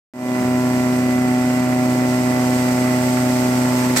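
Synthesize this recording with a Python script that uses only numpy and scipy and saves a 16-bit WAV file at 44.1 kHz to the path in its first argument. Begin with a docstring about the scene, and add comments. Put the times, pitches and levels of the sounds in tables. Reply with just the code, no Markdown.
"""Wood chipper on a lawn

A petrol chipper at governed speed fades in quickly from silence. Its two-bladed rotor
drones and chops the air it blows, air hisses from the chute, and a four-stroke single putters
underneath. At the very end the blades bite into a log: a bright crunch, while the drone dips."""
import sys
import numpy as np
from scipy import signal
from scipy.fft import rfft, irfft
from scipy.io import wavfile

SR = 44100
rng = np.random.default_rng(int(sys.argv[2]) if len(sys.argv) > 2 else 0)


def wav_out(sig):
    """Save sig, one row per channel (or a flat mono array), as 16-bit PCM at SR to the path in sys.argv[1]."""
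    wavfile.write(sys.argv[1], SR, np.round(np.clip(np.atleast_2d(sig).T, -1, 1) * 32767).astype(np.int16))


N = 176400
TIME, BINS = np.arange(N) / SR, np.maximum(np.arange(N // 2 + 1) * SR / N, 1)
BLADE_HZ = 125.11   # two blade passes per turn of the shaft

# The drone's strong partials: (multiple of the blade rate)
DRONE_ORDERS = (1, 2, 3, 4, 5, 6, 7, 8, 16)
# Their mix, shifting with the listener's place: (time [s], level of each partial [dB])
DRONE_LEVELS = [(0.45, -29, -18.5, -29.5, -44.0, -29.5, -34, -40, -38, -38),
                (0.7, -27.5, -18.5, -29.5, -42, -30, -34.5, -41, -37, -38.5),
                (0.95, -28, -18, -30.5, -43, -30.9, -34.5, -42, -39.5, -38.2),
                (1.15, -29.5, -17.5, -30, -53, -32.5, -33, -47, -43, -36),
                (1.35, -28.5, -17.5, -31, -50, -31.5, -30.5, -37.4, -55, -40),
                (1.55, -28.5, -18.7, -33.5, -58.3, -29.5, -33, -40, -44, -37),
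                (1.8, -27.1, -18.5, -32, -49.9, -29, -30.5, -40.5, -42, -39),
                (2.1, -27.0, -18.5, -29.5, -45, -29, -34.5, -36.3, -42, -37.5),
                (2.4, -27, -19, -30, -37, -29, -30.7, -38, -45.0, -36.5),
                (2.7, -27, -18.5, -30.5, -38, -30, -34.5, -36, -41, -38),
                (2.95, -26.5, -19.4, -30.5, -41, -27.5, -34, -35, -59, -36.5),
                (3.2, -26.0, -19, -31, -45.9, -28.4, -33.2, -35, -58, -44),
                (3.45, -27, -18.5, -29.3, -41.0, -28.5, -34.5, -34.8, -61, -40),
                (3.65, -25, -18, -31, -39.6, -30.5, -36, -35.5, -38, -43),
                (3.85, -27, -19.2, -30.4, -37.7, -32, -44, -34, -39, -41)]
# Fainter partials on top: (multiple of the blade rate, level [dB])
DRONE_OVERTONES = {9:-44.5, 11:-41.5, 12:-49, 13:-53, 14:-48, 17:-55.5, 19:-46.5, 20:-51, 22:-59, 23:-56}

def rotor(angle):
    """Each blade pass is a pressure pulse, blunted by the ground echo; higher partials waver more."""
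    skew_rad, echo_turn_rad, echo_null_hz = 0.87, 2.53, 510
    strong = list(zip(DRONE_ORDERS, in_time(DRONE_LEVELS)))
    out = 0
    for k, db in strong + list(DRONE_OVERTONES.items()):
        hz = k * BLADE_HZ
        trail = skew_rad * np.log(k) + echo_turn_rad * (hz > echo_null_hz)
        out = out + partial(k * angle - trail, hz, db, waver_db=0.17 + 0.0734 * k)
    return out


# Air colours, from dark rumble to bright hiss: (frequency [Hz], relative level [dB])
RUMBLE_COLOUR = [(20,-10),(40,-7),(70,-14),(110,-0.5),(170,0),(250,9.5),(340,-5.5),(420,-8),(600,-24),(1200,-53)]
RUSH_COLOUR = [(250,-35),(450,-9.5),(600,1.5),(790,-2.5),(900,2.5),(1100,-6),(1500,-25.5)]
CHOP_COLOUR = [(700,-23),(1050,-2.5),(1400,-1.5),(1600,-5),(2000,-1),(2600,-9.5),(3100,-23.5),(4500,-32)]
HISS_COLOUR = [(1500,-8),(2800,-2),(3700,-6),(4900,-0.5),(6800,-2.7),(8400,3),(9500,-9),(11700,-5),(13500,-8),(14800,-27),(15300,-61)]
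# Fader moves for the air: (time [s], rush level [dB], chop level [dB], hiss level [dB])
AIR_LEVELS = [(.4,-37,-37.5,-36.5),(1.0,-36.5,-36.5,-34),(1.6,-38.5,-36,-34),(2.2,-33,-34.5,-33),(2.55,-35.5,-34.5,-31.5),(2.85,-34.5,-32.5,-31.5),(3.3,-33,-34,-30),(3.6,-33,-33,-31),(3.95,-32.5,-33,-30)]

def blown_air(angle):
    """Low rumble, a rush and a brighter chop that puff at each blade pass, and smoother chute hiss."""
    puff = np.cos(angle - 0.067)
    out = from_db(-36) * noise(RUMBLE_COLOUR)
    layers = [(RUSH_COLOUR, 0.25, 0.5), (CHOP_COLOUR, 0.13, 2.3), (HISS_COLOUR, 0.04, 0.5)]
    for (colour, puff_depth, flutter_db), db in zip(layers, in_time(AIR_LEVELS)):
        puffing = noise(colour) * rms_one(np.exp(puff_depth * puff))
        level_db = db + flutter_db * drift(64) + 0.69 * drift(3.9)   # fast flutter, slow sway
        out = out + puffing * from_db(level_db)
    return out


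# The exhaust's putter: (multiple of the firing rate, level [dB])
EXHAUST_PARTIALS = {2:-54, 3:-45, 5:-41, 7:-42, 9:-39, 10:-42, 14:-50.5, 18:-44.5}
# Rings of the silencer and casing: (frequency [Hz], bandwidth [Hz], level [dB])
CASING_RINGS = [(189, 18, -40.5), (280, 99, -37), (318.5, 31, -40), (540, 57, -40), (1985, 400, -50),
                (2480, 190, -56)]

def engine(angle):
    """A firing every second turn: a pitched exhaust putter, and uneven knocks that ring the casing."""
    knock_s, silencer_smear_rad = 0.013, 0.5
    cycle, firing_hz = angle / 4, BLADE_HZ / 4
    out = sum(partial(k * cycle - silencer_smear_rad * k * k, k * firing_hz, db, waver_db=2.5)
              for k, db in EXHAUST_PARTIALS.items())
    since_firing_s = (cycle / (2 * np.pi) % 1) / firing_hz
    knocks = np.exp(-since_firing_s / knock_s)
    for hz, width_hz, db in CASING_RINGS:
        radius = np.exp(-np.pi * width_hz / SR)
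        poles = [1, -2 * radius * np.cos(2 * np.pi * hz / SR), radius ** 2]
        ring = signal.lfilter([1, 0, -1], poles, knocks * rng.standard_normal(N))
        out = out + from_db(db) * ears(hz) * rms_one(ring)
    return out


# Broad, bright colour of tearing wood: (frequency [Hz], relative level [dB])
CRUNCH_COLOUR = [(60,-28),(200,-5),(600,0),(1200,1),(1550,0),(1900,5),(2400,-0.5),(3100,-8),(4200,-0.5),(6000,-5),(8200,3),(10000,-5.5),(12000,-13.5),(15500,-14)]

def log_bite():
    """Fibres tear in a wash of noise, with one hiss-coloured crack as the wood splits."""
    split_s, split_width_s = 3.973, 0.0048
    tearing = from_db(-17) * noise(CRUNCH_COLOUR)
    burst = np.exp(-((TIME - split_s) / split_width_s) ** 2)
    crack = from_db(-16.5) * noise(HISS_COLOUR) * burst
    return tearing + crack


# Colour of the valve gear's buzz: (frequency [Hz], level per partial [dB])
BUZZ_COLOUR = [(800,-64),(1050,-49.5),(1300,-51.5),(1600,-63),(1950,-52.5),(2200,-66.5),(2800,-51)]

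def valve_buzz(angle):
    """Ticks repeating with each turn of the shaft fill the gaps between the blade partials."""
    out = 0
    for k in np.arange(6, 23) + 0.5:   # odd multiples of the shaft speed
        hz = k * BLADE_HZ
        phase = k * angle + rng.uniform(0, 2 * np.pi)
        out = out + partial(phase, hz, at_hz(BUZZ_COLOUR, hz), waver_db=3)
    return out


# Soft, bassy colour of the bump: (frequency [Hz], relative level [dB])
THUMP_COLOUR = [(50,-22),(105,0),(170,0),(300,-9),(700,-44)]

def handling_thump():
    """A dull bump, as of a hand shifting on the microphone."""
    start_s, decay_s = 0.398, 0.054
    envelope = (TIME > start_s) * np.exp(-np.abs(TIME - start_s) / decay_s)
    return from_db(-22.5) * noise(THUMP_COLOUR) * envelope


def partial(phase, hz, level_db, waver_db):
    """One wavering tone, reaching the right ear a little later."""
    housing_delay_s = 2e-5 + 4.5e-7 * hz   # the housing holds higher partials back longer
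    ear_delay_s = np.array([[0], [0.00013]])
    lag = 2 * np.pi * hz * (housing_delay_s + ear_delay_s)
    amplitude = np.sqrt(2) * from_db(level_db + waver_db * drift(9.8))
    return amplitude * ears(hz) * np.cos(phase - lag)


# How alike the two ears sound: (frequency [Hz], likeness [correlation once clipped to -1..1])
EAR_LIKENESS = [(30,-1),(120,4.5),(300,-0.8),(600,0.4),(1200,-0.13),(2400,0.07),(5000,0),(12000,0)]

def noise(colour):
    """Stereo turbulence of a given colour at unit power, wide in the treble."""
    mid, side = rfft(rng.standard_normal((2, N)))
    alike = np.clip(at_hz(EAR_LIKENESS, BINS), -1, 1)
    pair = np.sqrt(1 + alike) * mid + np.sqrt(1 - alike) * side * [[1], [-1]]
    return rms_one(irfft(pair * ears(BINS) * from_db(at_hz(colour, BINS)), N))


# Panning, mostly a little to the right: (frequency [Hz], left minus right [dB])
EAR_BALANCE = [(100,1.5),(260,-0.5),(380,-1),(650,-2.5),(1000,-2.5),(1500,-5.5),(2000,-9),(2600,-1),(5000,-1),(8300,-2.5),(10500,-1.5),(13500,3)]

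def ears(hz):
    """Left and right gains at these frequencies, of constant total power."""
    gains = from_db(np.array([[0.5], [-0.5]]) * at_hz(EAR_BALANCE, hz))
    return gains / np.sqrt(np.mean(gains ** 2, axis=0))


def drift(rate_hz):
    """A smooth random wander at unit power, mostly slower than the given rate."""
    spectrum = rfft(rng.standard_normal(N)) / (1 + (BINS / rate_hz) ** 2)
    return rms_one(irfft(spectrum, N))


def from_db(db):
    """Decibels to gain."""
    return 10 ** (np.asarray(db) / 20)


def rms_one(x):
    """Scale to unit power."""
    return x / np.sqrt(np.mean(x ** 2) + 1e-20)


def in_time(rows):
    """Each column of a timed table as a curve over every sample."""
    times, *columns = np.transpose(rows)
    return [np.interp(TIME, times, column) for column in columns]


def at_hz(points, hz):
    """Read a table on a log-frequency axis."""
    frequencies, values = np.transpose(points)
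    return np.interp(np.log(hz), np.log(frequencies), values)


def scene():
    """One shaft drives rotor, engine and air; the drone ducks under the bite."""
    bite_s, bite_rise_s, duck_db = 3.959, 0.005, -4
    jitter_s = 2e-5 * drift(4.3)
    angle = 2.404 + 2 * np.pi * BLADE_HZ * (TIME + jitter_s)   # one full circle per blade pass
    biting = np.clip((TIME - bite_s) / bite_rise_s, 0, 1)
    drone = rotor(angle) * from_db(duck_db * biting)
    machine = drone + engine(angle) + valve_buzz(angle) + blown_air(angle)
    return machine + handling_thump() + biting * log_bite()


# The fade-in, silent before its first point: (time [s], gain [linear])
FADE_IN = [(.137,0.13),(.2,0.34),(.3,0.79),(.4,1)]

def record(dry):
    """The microphone port notches the treble; the sound fades in, bass last, and the top is cut."""
    bass_cut_hz, notch_hz, top_hz = 156, 9540, 15700
    start_s, bass_opens_s, bass_rise_s = 0.137, 0.43, 0.033
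    thin = signal.sosfilt(signal.butter(1, bass_cut_hz, "high", fs=SR, output="sos"), dry)
    opened = np.clip((TIME - bass_opens_s) / bass_rise_s, 0, 1)
    filled = thin + opened * (dry - thin)
    notched = signal.lfilter(*signal.iirnotch(notch_hz, Q=7.6, fs=SR), filled)
    fade = in_time(FADE_IN)[0] * (TIME > start_s)
    top_cut = signal.ellip(10, 0.1, 90, top_hz, fs=SR, output="sos")
    return signal.sosfilt(top_cut, notched * fade)


dry = scene()
out = record(dry)
wav_out(out)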